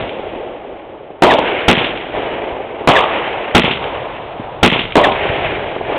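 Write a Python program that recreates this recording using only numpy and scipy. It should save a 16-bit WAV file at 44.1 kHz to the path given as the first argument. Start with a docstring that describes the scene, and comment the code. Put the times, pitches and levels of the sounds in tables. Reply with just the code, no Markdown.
"""Echoes of earlier shots roll in by waves under the hiss of burning stars: a fireworks cake fires comets at night.
Each shot leaves its tube with a thud, then shells bang overhead: filtered pressure pulses plus single echoes and
fading noise from nearby walls. A ribbed surface answers each burst with a short falling chirp of two ragged sines.
Far echoes, hiss and rumble are clumpy filtered noise; dull thumps and far slaps dot the scene.
A small, dull microphone overloads on the shots."""
import sys
import numpy as np
from scipy import signal
from scipy.fft import rfft, irfft
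from scipy.io import wavfile
from scipy.ndimage import uniform_filter1d

SR = 44100
rng = np.random.default_rng(int(sys.argv[2]) if len(sys.argv) > 2 else 0)


def master_out(mix):
    """Clip the mix to full scale and print it as 16-bit PCM to the path in sys.argv[1]."""
    frames = np.transpose(np.atleast_2d(mix))
    ceiling = np.clip(frames, -1, 1)
    pcm = np.round(ceiling * 32767).astype(np.int16)
    wavfile.write(sys.argv[1], SR, pcm)


N = 263718


def amp(db):
    """Decibels to gain."""
    return 10 ** (np.asarray(db) / 20)


def evened(x):
    """Scales to rms 1."""
    return x / np.sqrt(np.mean(x ** 2) + 1e-20)


def peaked(x):
    """Scales to peak 1."""
    return x / abs(x).max()


def add(mix, start_s, sound):
    """Mixes a sound in at a time; it may have begun before time zero."""
    at = round(start_s * SR)
    sound = sound[max(-at, 0):]
    part = mix[max(at, 0):][:len(sound)]
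    part += sound[:len(part)]


def shifted(spectrum, factor):
    """The same spectrum, higher or lower in pitch."""
    return np.array(spectrum) * [factor, 1]


def colour(x, spectrum, size=8192):
    """Causal minimum-phase filter with a given spectrum."""
    hz, db = np.transpose(spectrum)
    f = abs(np.fft.fftfreq(size, 1 / SR))
    gain_db = np.interp(np.log(f + 1), np.log(hz + 1), db)
    log_gain = np.log(amp(gain_db))
    response = np.exp(np.conj(signal.hilbert(log_gain)))
    taps = np.fft.ifft(response).real[:size // 2]
    return signal.fftconvolve(x, taps)[:len(x)]


def drift(n, per_s):
    """Smooth random wander of rms 1."""
    f = np.fft.rfftfreq(n, 1 / SR)
    lowpass = np.exp(-(f / per_s) ** 2)
    return evened(irfft(rfft(rng.standard_normal(n)) * lowpass, n))


def clatter(n, spectrum, lumpy_db, lumps_per_s):
    """Countless overlapping echoes that arrive in clumps; rms 1."""
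    clumps = amp(lumpy_db * drift(n, lumps_per_s))
    return evened(colour(rng.standard_normal(n) * clumps, spectrum))


def swell(age_s, rise_s, fade_s):
    """Gain that rises in a straight line and then dies away exponentially."""
    return np.clip(age_s / rise_s, 0, 1) * np.exp(-np.maximum(age_s - rise_s, 0) / fade_s)


def blast(length_s, size=2048):
    """Pressure jump followed by a longer suction; length_s is the zero crossing."""
    u = np.arange(size) / SR / length_s
    return (1 - u) * np.exp(-u)


def rough_wall(fade_s, size=1024):
    """A rough surface smears an echo over a few milliseconds and keeps its energy and colour."""
    smear = rfft(rng.standard_normal(size) * np.exp(-np.arange(size) / SR / fade_s))
    smooth_power = uniform_filter1d(abs(smear) ** 2, size=15)
    return irfft(smear / np.sqrt(smooth_power), size)


# Low rumble of the open air. Each row: time in s, level in dB.
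AIR_RUMBLE = [(0, -47), (1, -47), (2.6, -44), (3.4, -46), (4.0, -33.5), (4.9, -33), (5.35, -23),
              (5.75, -30), (5.98, -30)]
# Rumble spectrum. Each row: frequency in Hz, relative density in dB per Hz.
RUMBLE_SPECTRUM = [(12, -23), (30, -5), (60, -5), (100, -2), (140, -1.5), (260, -23)]
RUMBLE_SWELL_S, RUMBLE_FADE_S, LAUNCH_RUMBLE_DB = .16, .2, -28


def rumble():
    """Every launch leaves a low rumble, which swells and dies away over that of the open air."""
    t = np.arange(N) / SR
    power = amp(np.interp(t, *np.transpose(AIR_RUMBLE))) ** 2
    for start_s, _, _ in LAUNCHES:
        launch_gain = amp(LAUNCH_RUMBLE_DB) * swell(t - start_s, RUMBLE_SWELL_S, RUMBLE_FADE_S)
        power = power + launch_gain ** 2
    return np.sqrt(power) * clatter(N, RUMBLE_SPECTRUM, lumpy_db=0.6, lumps_per_s=15)


# Far echoes of each burst. Each row: delay in s, swell time in s, fade time constant in s,
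# roll in dB, hiss in dB.
ECHO_WAVES = [(.12, .15, .9, -15.7, -14.8), (.44, .05, .15, -19, -18.5), (.89, .06, 1.2, -13.2, -14.3),
              (1.41, .19, 3, -16, -19)]
# Rolling echoes, at pitch factor 1. Each row: frequency in Hz, relative density in dB per Hz.
ROLL_SPECTRUM = [(15, -29.5), (30, -11.5), (110, -11), (180, -15), (260, -7.3), (400, -0.5), (680, -0.5),
                 (850, -3.7), (1050, -9.7), (1400, -19), (2500, -41)]
# Hiss. Each row: frequency in Hz, relative density in dB per Hz.
HISS_SPECTRUM = [(600, -21.5), (1100, -7.7), (1500, -0.7), (2300, .6), (3000, -2.6), (3500, -8.5),
                 (4500, -12.5)]
AIR_ROLL_DB, STAR_HISS_DB = -42, -48  # steady background: open air, burning stars
AIR_DB_PER_S = 6.2  # air absorption of the hiss beyond that of the roll


def rush():
    """Each burst rolls back from far away in waves, at the pitch of its bang; the hiss fades first."""
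    t = np.arange(N) / SR
    out = amp(AIR_ROLL_DB) * clatter(N, ROLL_SPECTRUM, lumpy_db=0.5, lumps_per_s=53)
    hiss_power = amp(STAR_HISS_DB) ** 2
    for start_s, _, _, pitch, _, echo_db, fall_db_per_s in BURSTS:
        age_s = np.maximum(t - start_s, 0)
        level = amp(echo_db - fall_db_per_s * age_s)
        absorbed = amp(-AIR_DB_PER_S * age_s)
        roll_power = 0
        for delay_s, rise_s, fade_s, roll_db, hiss_db in ECHO_WAVES:
            wave = level * swell(age_s - delay_s, rise_s, fade_s)
            roll_power = roll_power + (amp(roll_db) * wave) ** 2
            hiss_power = hiss_power + (amp(hiss_db) * absorbed * wave) ** 2
        roll = clatter(N, shifted(ROLL_SPECTRUM, pitch), lumpy_db=1.1, lumps_per_s=54)
        out += np.sqrt(roll_power) * roll
    return out + np.sqrt(hiss_power) * clatter(N, HISS_SPECTRUM, lumpy_db=1.57, lumps_per_s=65)


# Soft low thumps. 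Each row: start in s, peak in dB, pulse length in s, upper band edge in Hz.
THUMPS = [(1.103, -16, 0.00055, 800), (2.514, -22, 0.0021, 90), (4.396, -13, 0.0008, 400),
          (5.292, -13, 0.0023, 130)]


def thumps():
    """Faint, dull pops, blurred by the ground they cross: smeared, band-passed blasts."""
    out = np.zeros(N)
    for start_s, peak_db, length_s, top_hz in THUMPS:
        dull = signal.butter(3, [top_hz / 4, top_hz], "bandpass", fs=SR, output="sos")
        blurred = signal.fftconvolve(blast(length_s), rough_wall(fade_s=.004))
        add(out, start_s, amp(peak_db) * peaked(signal.sosfilt(dull, blurred)))
    return out


# Dull slaps from far away. Each row: start in s, level before the fade in dB.
FAR_SLAPS = [(2.140, -17), (2.174, -15.5), (2.812, -20), (3.812, -23.5), (5.254, -11.5), (5.660, -19),
             (5.711, -17), (5.762, -12), (5.809, -14.5), (5.892, -15)]


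def far_slaps():
    """Distant echoes have lost their crack and fade within a few cycles."""
    out, t = np.zeros(N), np.arange(4096) / SR
    for start_s, level_db in FAR_SLAPS:
        noise = evened(colour(rng.standard_normal(len(t)), ROLL_SPECTRUM))
        add(out, start_s, amp(level_db) * np.exp(-t / 0.0084) * noise)
    return out


# Blast wave itself. Each row: frequency in Hz, relative density in dB per Hz.
THUD_SPECTRUM = [(20, -21), (50, -13), (100, -9), (180, -1), (350, 1.5), (600, -1.5), (1000, 1.5),
                 (1400, -15), (2200, -29)]
# Crack. Each row: frequency in Hz, relative density in dB per Hz.
CRACK_SPECTRUM = [(500, -31.5), (1100, -14.5), (1600, -8.5), (2100, 2.5), (2700, 3), (3400, 2.5),
                  (4500, -5.5)]


def shot(paths, scatter, body_spectrum, length_s, direct_db, lumpy_db):
    """Body and crack of one explosion: the direct blast, single echoes, then fading clatter."""
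    n = 2 * SR
    t = np.arange(n) / SR
    parts = []
    bands = [(THUD_SPECTRUM, body_spectrum), (CRACK_SPECTRUM, CRACK_SPECTRUM)]
    for k, (clean, scattered) in enumerate(bands):
        pulse = peaked(colour(blast(length_s), clean))
        out, power = np.zeros(n), np.zeros(n)
        add(out, 0, amp(direct_db[k]) * pulse)
        for delay_s, *db in paths:
            echo = signal.fftconvolve(pulse, rough_wall(fade_s=0.002))
            add(out, delay_s, amp(db[k]) * echo)
        for delay_s, fade_s, *db in scatter:
            add(power, delay_s, amp(db[k]) ** 2 * np.exp(-2 * t / fade_s))
        parts.append(out + np.sqrt(power) * clatter(n, scattered, lumpy_db[k], lumps_per_s=180))
    return parts


def rib_chirp(start_hz, end_hz, length_s, octave_db, rough):
    """Echoes from a row of ribs arrive ever further apart: a ragged falling tone with its octave."""
    n = round(length_s * SR)
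    phase = 2 * np.pi * np.cumsum(np.geomspace(start_hz, end_hz, n)) / SR
    uneven = 1 + rough * drift(n, per_s=450)
    tone = np.sin(phase) + amp(octave_db) * np.sin(2 * phase)
    return signal.windows.tukey(n, .3) * uneven * tone


# Shells bursting overhead. Each row: start in s, strength in dB, extra crack in dB, pitch factor of the bang,
# chirp in dB, rolling echo in dB, fall of that echo in dB per s.
BURSTS = [(-1.25, 0, 0, .91, -9, 3.2, 8), (1.2217, .3, -0.5, 0.95, -12, .2, 5.1),
          (2.8739, -1.9, 3, 1.132, -9, -.6, 7.4), (4.9550, -2.5, -.5, 0.99, -10.5, -.9, 2.7)]
# Single reflections of a burst. Each row: delay in s, thud in dB, crack in dB.
BURST_PATHS = [(.0115, 16.5, 12.5), (.018, 10, -1.5), (.045, -4, 3), (.105, -11, -3.5), (.116, -5, 3.5),
               (.165, -6.5, -9), (.298, -9, -8)]
# Scatterers reached from overhead. Each row: delay in s, fade time constant in s, body in dB, crack in dB.
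BURST_SCATTER = [(0, 0.0042, 12.5, 1), (0.014, 0.0095, 9.5, -5), (0.021, 0.105, -1.8, -11.5),
                 (0.086, 0.055, -7, -11), (0.163, .007, -9.5, -13)]
# Scattered body at pitch factor 1. Each row: frequency in Hz, relative density in dB per Hz.
BURST_BODY_SPECTRUM = [(20, -23.5), (60, -12), (130, -11.5), (250, -5.5), (400, -1), (700, 2), (1000, 0),
                       (1300, -11.5), (2200, -28.5)]
CHIRP_DELAY_S = .077


def bursts():
    """Shells bang overhead, each in its own place; a ribbed surface answers each one."""
    out = np.zeros(N)
    for start_s, strength_db, bright_db, pitch, chirp_db, *_ in BURSTS:
        body, crack = shot(BURST_PATHS, BURST_SCATTER, shifted(BURST_BODY_SPECTRUM, pitch),
                           length_s=.0007 / pitch, direct_db=(14, 6.5), lumpy_db=(1.8, 1.8))
        add(out, start_s, amp(strength_db) * (body + amp(bright_db) * crack))
        chirp = rib_chirp(start_hz=2020, end_hz=1570, length_s=.028, octave_db=-6.5, rough=.42)
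        add(out, start_s + CHIRP_DELAY_S, amp(chirp_db) * chirp)
    return out


# Shots leaving the tubes. Each row: start in s, strength in dB, extra crack in dB.
LAUNCHES = [(-.2, -2, -1), (1.6811, -2.3, 2.8), (3.5479, 0, 1.5), (4.6290, -.3, 2.3)]
# Single reflections of a launch. Each row: delay in s, thud in dB, crack in dB.
LAUNCH_PATHS = [(.005, 6, -16), (.013, 6, -4.5), (.0195, 7, 7), (.032, -12, 11.5), (.040, 0.5, -3),
                (.047, 2.5, 8), (.072, -19, 3.5), (.087, -23, 2), (.094, 1.5, -12.5), (.131, -2, -12),
                (.224, -13, -5), (.293, -27, -4)]
# Scatterers around the cake. Each row: delay in s, fade time constant in s, body in dB, crack in dB.
LAUNCH_SCATTER = [(.001, .019, 7.5, 2.5), (0.048, 0.058, -23, -15.5), (0.099, 0.07, -14, -11),
                  (0.162, .035, -19, -12), (.26, 0.36, -32.5, -31)]
# Scattered body. Each row: frequency in Hz, relative density in dB per Hz.
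LAUNCH_BODY_SPECTRUM = [(20, -24), (50, -12.5), (100, -10), (150, -1), (220, -1), (300, -3), (400, -1),
                        (500, -5), (900, -8.5), (1400, -9), (2200, -32)]


def launches():
    """Lift charges thud out of the tubes; all leave from one spot, so all have the same echoes."""
    out = np.zeros(N)
    body, crack = shot(LAUNCH_PATHS, LAUNCH_SCATTER, LAUNCH_BODY_SPECTRUM,
                       length_s=0.0019, direct_db=(13, 7), lumpy_db=(1.5, 2.1))
    for start_s, strength_db, bright_db in LAUNCHES:
        add(out, start_s, amp(strength_db) * (body + amp(bright_db) * crack))
    return out


def scene():
    """Everything as it reaches the microphone."""
    return (launches() + bursts() + far_slaps() + rush() + rumble() + thumps())[None]


# Microphone and its steep input filter. Each row: frequency in Hz, gain in dB.
MICROPHONE = [(10, -3.5), (30, -3.5), (3300, -0.5), (3750, -5.5), (4050, -15.5), (4400, -21.5),
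              (4800, -57.5), (5600, -100)]
# Treble droop after the overload. Each row: frequency in Hz, gain in dB.
DROOP = [(4000, 0), (4800, -7), (8000, -3.5), (12000, -9), (16000, -7.5)]
EDGE_HZ = 16000


def record(dry):
    """The microphone cuts the treble; its overload flattens peaks and adds nearly all the top end."""
    ceiling = .71
    dull = colour(dry[0], MICROPHONE)
    clipped = colour(np.clip(dull, -ceiling, ceiling), DROOP)
    lowpass = signal.firwin(511, EDGE_HZ, window=("kaiser", 9), fs=SR)
    return signal.oaconvolve(clipped, lowpass, "same")[None]


dry = scene()
out = record(dry)
master_out(out)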